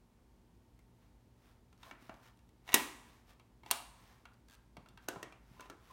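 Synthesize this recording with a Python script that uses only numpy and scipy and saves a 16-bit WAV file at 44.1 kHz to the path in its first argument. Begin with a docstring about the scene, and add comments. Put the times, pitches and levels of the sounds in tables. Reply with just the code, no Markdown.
"""Plastic toy in its box

A quiet, wood-floored room, one microphone near a table. On it a hollow plastic toy with a hinged lid and
seat stands in its cardboard box. Fingers rub and bump it; the lid rattles and slaps shut, the seat drops,
the hinge creaks, and the lid is pressed home with a knock through bowl and box. Each blow cracks in the
thin walls and rings the part it hits; the room answers briefly, over still air and a faint hum."""
import sys
import numpy as np
from scipy import signal
from scipy.fft import rfft, irfft, next_fast_len
from scipy.io import wavfile
from scipy.ndimage import map_coordinates

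SR = 44100
rng = np.random.default_rng(int(sys.argv[2]) if len(sys.argv) > 2 else 0)


def wrap_up_sound(samples):
    """Save the sound to the file named by the first command line argument, as 16-bit audio."""
    columns = np.atleast_2d(samples).T
    # keep every value between -1 and 1, then stretch to whole-number steps
    tamed = np.clip(columns, -1, 1)
    steps = np.round(tamed * 32767).astype(np.int16)
    wavfile.write(sys.argv[1], SR, steps)


N = 261072
BLOW_SAMPLES = 8192
T, HZ = np.arange(BLOW_SAMPLES) / SR, np.fft.rfftfreq(BLOW_SAMPLES, 1 / SR)  # axes of one blow

# Slow decay of the room: frequency_hz, t60_s
ROOM_DECAY = [(150, 1.35), (400, .5), (1000, 0.78), (3000, 0.61), (8000, 0.72), (15000, .5)]
# Colour of the room's answer: frequency_hz, gain_db
ROOM_COLOUR = [(120, -8), (300, 0.5), (520, -2.5), (1000, -1), (2500, -5.5), (4500, -8.5), (6500, -11.5),
               (9000, -10.5), (15000, -18.5)]
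# Still air in the house: frequency_hz, relative_db
AIR_SPECTRUM = [(15, -37), (25, -13), (53, 5), (80, -9), (114, -3.5), (134, -7), (149, -25), (175, -7),
                (242, -17.5), (263, -13), (373, -16), (575, -23), (911, -24), (1370, -31), (16000, -45)]
# Household appliances: pitch_hz, level_db
HUM_TONES = [(51, -78.5), (120, -77), (239, -77), (905, -88)]
# The box pushed against the table: start_s, pitch_hz, peak_db
BOX_PUSHES = [(1.918, 264, -51.5), (2.022, 253, -55.5), (2.093, 230, -47.5), (4.778, 160, -47.5),
              (5.166, 150.5, -45.5), (5.513, 146, -53), (5.698, 310, -48)]
# Fingers on plastic and cardboard: middle_s, length_s, strength_db
FINGER_STROKES = [(1.04, 0.09, -80), (1.472, 0.11, -74), (1.867, 0.079, -63.5), (2.043, 0.073, -69),
                  (2.154, 0.1, -74), (2.264, .05, -66), (2.706, .056, -58.5), (3.103, 0.14, -70),
                  (3.303, 0.045, -67.5), (3.679, 0.033, -64.5), (4.06, 0.2, -69), (5.04, .043, -72),
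                  (5.593, 0.2, -71), (5.907, 0.13, -68)]
# The low scrape and high hiss of rubbing: frequency_hz, relative_db
SCRAPE_SPECTRUM = [(150, -25.5), (500, -2.5), (1000, 2), (1700, -2), (2300, -5), (2900, -7.5), (3700, -8),
                   (4800, -20.5), (9000, -57.5)]
HISS_SPECTRUM = [(800, -48), (2200, -3), (3300, -7), (5500, 1), (8000, -5), (15500, -5.5)]
# A dragging fingertip makes the bowl sing: middle_s, length_s, pitch_hz, level_db
FINGER_SQUEAKS = [(1.868, 0.047, 1040, -66.5), (1.869, 0.024, 678, -66.5), (5.607, 0.046, 1038, -62),
                  (5.907, 0.031, 1040, -63.5)]
# Dense, quickly damped vibration of the thin walls: frequency_hz, relative_db
WALL_SPECTRUM = [(80, -38.5), (185, -21.5), (260, -2), (400, -3.5), (520, -8.5), (720, -4.5), (1020, 2),
                 (1580, -4), (2000, -4.5), (3900, -1), (4700, -5), (6200, -3), (10500, -5), (14000, 0)]
# Resonances of each part: pitch_hz, width_hz, relative_db
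LID_MODES = [(291, 15, 2), (400, 56, 0), (722, 70, -8.5), (985, 34, -0.5), (1866, 32, -3), (1934, 23, 1),
             (2220, 30, -2.5), (2770, 130, -1.5), (3660, 110, -2.5), (3900, 62, -2.5), (5340, 26, -6),
             (5766, 50, -4.5), (6200, 91, -3.5), (6820, 44, -4), (8460, 34, -4.5), (8760, 120, -7.5),
             (9600, 60, -3), (13450, 140, -3.5)]
SEAT_MODES = [(686.5, 84, 1), (900, 73, 1), (1263, 59, 2.5), (1980, 43.15, -7.5), (2247, 41, 0.5),
              (2760, 37, 5), (3260, 33, 3), (4340, 43, -4.5), (4530, 210, 2), (5640, 110, -8),
              (5880, 130, -0.5), (7200, 79, -7), (8520, 70, 1.5), (9200, 110, 5), (13600, 80, 0.5)]
BOWL_MODES = [(296, 45, -1), (389.6, 120, -0.5), (686, 180, -2.5), (990.6, 80, -2.5), (1370, 68, -2.5),
              (1790, 40, -5.5), (2283, 30, -4), (2717, 49, -2.5), (3570, 37, -48), (4620, 64, -14),
              (6360, 190, -3), (8600, 300, -3.5)]
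# Contacts with each part: start_s, panel_hz, level_db, hardness_hz, weight_db
# Treble falls above the hardness: low for a fingertip, high for plastic on plastic.
# Weight is the bass: little in a loose rattle, much in a push that reaches the table.
LID_CONTACTS = [(2.677, 850, -53, 2905, -19.5), (2.6897, 716, -44, 2600, -15),
                (2.7195, 780, -47, 4000, -18), (2.729, 2936, -41, 3000, -18.5),
                (2.7418, 270, -16, 21990, -6)]
SEAT_CONTACTS = [(3.3965, 2310, -63, 2770, 6), (3.633, 2150, -58, 2000, 10), (3.6612, 895, -52.5, 3380, 12),
                 (3.7048, 2180, -45, 2900, -22), (3.7113, 704, -25, 15000, -7),
                 (4.2535, 1402, -54.5, 2610, -13), (4.768, 2240, -52, 2860, 8.5),
                 (4.859, 1410, -61.5, 2000, -9), (4.8865, 3530, -64, 7000, -10),
                 (4.974, 1570, -57, 2900, -24)]
BOWL_CONTACTS = [(.7905, 2120, -69.5, 14000, 7), (1.727, 1370, -67.5, 4800, -13),
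                 (1.8305, 3650, -54.5, 3400, -27), (1.9105, 2270, -49, 2370, -12),
                 (2.0932, 678, -48, 1733, -13), (2.141, 845, -64.5, 5400, -11),
                 (5.081, 1465, -54.5, 3000, -19), (5.085, 1464, -36, 12000, 6),
                 (5.1585, 1020, -47, 1100, -4.5), (5.2283, 1890, -44, 5940, 2),
                 (5.3232, 2400, -56.5, 3620, -7), (5.5955, 1430, -53, 2445, 4.5),
                 (5.6065, 910, -53.5, 7800, -9), (5.624, 2630, -62, 2840, -20), (5.657, 1380, -60, 3500, 0),
                 (5.6985, 1357, -49.5, 6000, 3.5)]


def amp(db):
    """Decibels to gain."""
    return 10 ** (np.asarray(db) / 20)


def unit(x):
    """x at rms 1."""
    return x / np.sqrt(np.mean(x ** 2) + 1e-30)


def along(points, hz):
    """A curve read on a log frequency axis."""
    frequencies, values = np.transpose(points)
    return np.interp(np.log(hz + 1), np.log(frequencies + 1), values)


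def filtered(x, gain):
    """x times a gain that depends on frequency."""
    size = next_fast_len(N + BLOW_SAMPLES)
    return irfft(rfft(x, size) * gain(np.fft.rfftfreq(size, 1 / SR)), size)[:N]


def coloured(x, spectrum):
    """x shaped by a spectrum table, at rms 1."""
    return unit(filtered(x, lambda hz: amp(along(spectrum, hz))))


def causal(db):
    """The response with these gains that never sounds before its cause."""
    cepstrum, half = irfft(np.log(amp(db))), BLOW_SAMPLES // 2
    return np.exp(rfft(cepstrum * np.r_[1, np.full(half - 1, 2), np.zeros(half)]))


def smoothed(power, spread):
    """Mean of a power spectrum over a share of each frequency to either side."""
    total, reach = np.cumsum(power), spread * HZ + 2 * HZ[1]
    return (np.interp(HZ + reach, HZ, total) - np.interp(HZ - reach, HZ, total)) * HZ[1] / (2 * reach)


def add(track, start_s, x):
    """Mix x into the track."""
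    part = track[max(round(start_s * SR), 0):][:len(x)]
    part += x[:len(part)]


def house(air_db=-64.5, waver_rad=0.98):
    """Room tone: still air and a faint, slightly unsteady appliance hum."""
    t = np.arange(N) / SR
    drift = lambda: map_coordinates(rng.standard_normal(32), [t * 4])
    hum = sum(np.sqrt(2) * amp(db) * np.sin(2 * np.pi * hz * t + waver_rad * drift())
              for hz, db in HUM_TONES)
    return hum + amp(air_db) * coloured(rng.standard_normal(N), AIR_SPECTRUM)


def room(early_t60=0.28, early_db=4, first_wall_s=.009):
    """A click's echoes at the microphone: near walls die fast, the open space behind more slowly."""
    hz, t, noise = signal.stft(rng.standard_normal(int(SR * .7)), SR, nperseg=256)
    decay = amp(-60 * t / along(ROOM_DECAY, hz)[:, None]) + amp(early_db - 60 * t / early_t60)
    decay /= np.sqrt(np.mean(decay ** 2, axis=1, keepdims=True))
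    tail = signal.istft(noise * decay * amp(along(ROOM_COLOUR, hz))[:, None], SR, nperseg=256)[1]
    return np.r_[np.zeros(int(first_wall_s * SR)), tail / np.sqrt(len(tail))]


def fingers(catches_per_s=2500, smooth_share=0.65, scrape_db=-1, hiss_db=-5, squeak_width_hz=70):
    """Rubbing is a stream of tiny catches; one swell per stroke drives both its scrape and its hiss."""
    t = np.arange(N) / SR
    catches = unit((rng.random(N) < catches_per_s / SR) * rng.standard_normal(N))
    friction = catches + smooth_share * rng.standard_normal(N)
    swell = lambda middle, length: np.exp(-2 * ((t - middle) / length) ** 2)
    effort = sum(amp(db) * swell(s, length) for s, length, db in FINGER_STROKES)
    resonance = lambda pitch: lambda hz: 1 / (1 + (2 * (hz - pitch) / squeak_width_hz) ** 2)
    squeaks = sum(amp(db) * swell(s, length) * unit(filtered(friction, resonance(hz)))
                  for s, length, hz, db in FINGER_SQUEAKS)
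    scrape = amp(scrape_db) * coloured(friction, SCRAPE_SPECTRUM)
    hiss = amp(hiss_db) * coloured(friction, HISS_SPECTRUM)
    rub = effort * (scrape + hiss) + squeaks
    return rub + signal.fftconvolve(rub, room())[:N]


def box(t60=0.044, rise_s=0.0022, wet_db=-2):
    """Each soft push swells into one low, quickly damped note of the cardboard."""
    track = np.zeros(N)
    swell = (1 - np.exp(-(T / rise_s) ** 2)) * amp(-60 * T / t60)
    for start_s, hz, db in BOX_PUSHES:
        add(track, start_s, amp(db) * swell / swell.max() * np.sin(2 * np.pi * hz * T))
    return track + amp(wet_db) * signal.fftconvolve(track, room())[:N]


def touch(hardness_hz, weight_db, fall_db_per_octave=11.5, whole_toy_hz=514):
    """Colour of a contact in dB: a soft one lacks treble, a heavy one moves the whole toy, adding bass."""
    treble = -10 * np.log10(1 + (HZ / hardness_hz) ** (fall_db_per_octave / (10 * np.log10(2))))
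    return treble + weight_db / (1 + (HZ / whole_toy_hz) ** 4)


def snap(noise, t60):
    """Spectrum of a dying burst that, like a sharp contact, is even from bass to treble."""
    burst = rfft(noise * amp(-60 * T / t60))
    return burst * causal(-10 * np.log10(smoothed(np.abs(burst) ** 2, spread=.2) + 1e-9))


def blow(modes, panel_hz, colour_db, rise_s, crack_t60, ring_db, panel_db, sheen_db,
         panel_t60=.04, damping_hz=9000):
    """One contact: a crack of the thin walls, the ring of the part and the note of the touched panel."""
    onset = 1 - np.exp(-(T / rise_s) ** 2)
    noise = rng.standard_normal(BLOW_SAMPLES) * onset
    # plastic damps the highest vibrations twice as fast
    high = 1 / (1 + (damping_hz / (HZ + 1)) ** 4)
    burst = (1 - high) * snap(noise, crack_t60) + high * amp(sheen_db) * snap(noise, crack_t60 / 2)
    crack = irfft(burst * causal(along(WALL_SPECTRUM, HZ)))
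    ring = np.zeros(BLOW_SAMPLES)
    for hz, width_hz, db in modes:
        scatter_db, phase = rng.standard_normal(2)
        decay = width_hz * np.exp(-np.pi * width_hz * T)
        ring += amp(db + scatter_db) * decay * np.sin(2 * np.pi * (hz * T + phase))
    panel = np.sin(2 * np.pi * panel_hz * T) * amp(-60 * T / panel_t60)
    spectrum = rfft(unit(crack) + amp(ring_db) * unit(ring * onset) + amp(panel_db) * unit(panel * onset))
    knock = unit(irfft(spectrum * causal(colour_db)))
    return knock * np.sqrt(.01 * SR / BLOW_SAMPLES)  # the energy of 10 ms at 0 dB


def radiated(x, even_share):
    """A blow as it leaves the toy in all directions: its peaks and notches partly even out."""
    power = np.abs(rfft(x)) ** 2
    evened = even_share * smoothed(power, spread=.21) + (1 - even_share) * power
    return irfft(causal(10 * np.log10(evened + 1e-14)))


def struck(contacts, modes, attack_s, wet_db, even_share, press_cycles=1.2, **timbre):
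    """Blows on one part, each reaching the microphone directly and then by way of the room."""
    track = np.zeros(N)
    for start_s, panel_hz, db, hardness_hz, weight_db in contacts:
        rise_s = attack_s + press_cycles / hardness_hz  # a soft contact builds up more slowly
        direct = amp(db) * blow(modes, panel_hz, touch(hardness_hz, weight_db), rise_s, **timbre)
        add(track, start_s, direct)
        add(track, start_s, amp(wet_db) * signal.fftconvolve(radiated(direct, even_share), room()))
    return track


def loose_parts(start_s=1.75, end_s=4.6, count=10, tick_db=-76, spread_db=2.5,
                hardness_hz=7000, weight_db=-12):
    """Loose parts tick faintly at random moments while the toy is handled."""
    ticks = []
    for when, which, size in rng.random((count, 3)):
        panel_hz = SEAT_MODES[int(which * len(SEAT_MODES))][0]
        db = tick_db + spread_db * (2 * size - 1)
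        ticks.append((start_s + (end_s - start_s) * when, panel_hz, db, hardness_hz, weight_db))
    return struck(ticks, SEAT_MODES, attack_s=0.0003, wet_db=-3.5, even_share=0.5,
                  crack_t60=0.017, ring_db=-8.5, panel_db=-13, sheen_db=-0.5)


def hinge(start_s=4.4847, first_gap_s=0.013, shortest_gap_s=0.0061, quicken=0.73, count=8,
          panel_hz=1607, slip_db=-66, hardness_hz=8000, weight_db=-12):
    """The tight hinge sticks and slips, faster and faster as the lid swings."""
    gaps = shortest_gap_s + (first_gap_s - shortest_gap_s) * quicken ** np.arange(count - 1)
    slips = [(s, panel_hz, slip_db, hardness_hz, weight_db) for s in start_s + np.r_[0, np.cumsum(gaps)]]
    return struck(slips, SEAT_MODES, attack_s=0.00027, wet_db=0.5, even_share=0.46,
                  crack_t60=0.022, ring_db=-10, panel_db=-11, sheen_db=-1.5)


def bowl():
    """The hollow bowl knocks as it is bumped and as the lid is pressed home."""
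    return struck(BOWL_CONTACTS, BOWL_MODES, attack_s=0.00053, wet_db=-0.5, even_share=0.65,
                  crack_t60=0.035, ring_db=-3.5, panel_db=-6, sheen_db=-0.5)


def seat():
    """The seat drops with one hard clack among lighter touches."""
    return struck(SEAT_CONTACTS, SEAT_MODES, attack_s=0.00052, wet_db=-0.5, even_share=0.55,
                  crack_t60=0.03, ring_db=-6.5, panel_db=-13, sheen_db=2)


def lid():
    """The lid rattles, then slaps shut, plastic on plastic."""
    return struck(LID_CONTACTS, LID_MODES, attack_s=0.0005, wet_db=0, even_share=0.7,
                  crack_t60=0.042, ring_db=-5.5, panel_db=-18.5, sheen_db=6)


def scene():
    """The handled toy over the room tone, in mono at the microphone."""
    toy = lid() + seat() + bowl() + hinge()
    return (toy + box() + fingers() + house() + loose_parts())[None]


def record(dry, low_cut_hz=38, top_hz=16000):
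    """The microphone drops the deepest bass and keeps nothing above its band limit."""
    bass = lambda hz: 1 - 1 / (1 + (hz / low_cut_hz) ** 4)
    top = lambda hz: 1 / np.sqrt(1 + (hz / top_hz) ** 240)
    return filtered(dry[0], lambda hz: bass(hz) * top(hz))[None]


dry = scene()
out = record(dry)
wrap_up_sound(out)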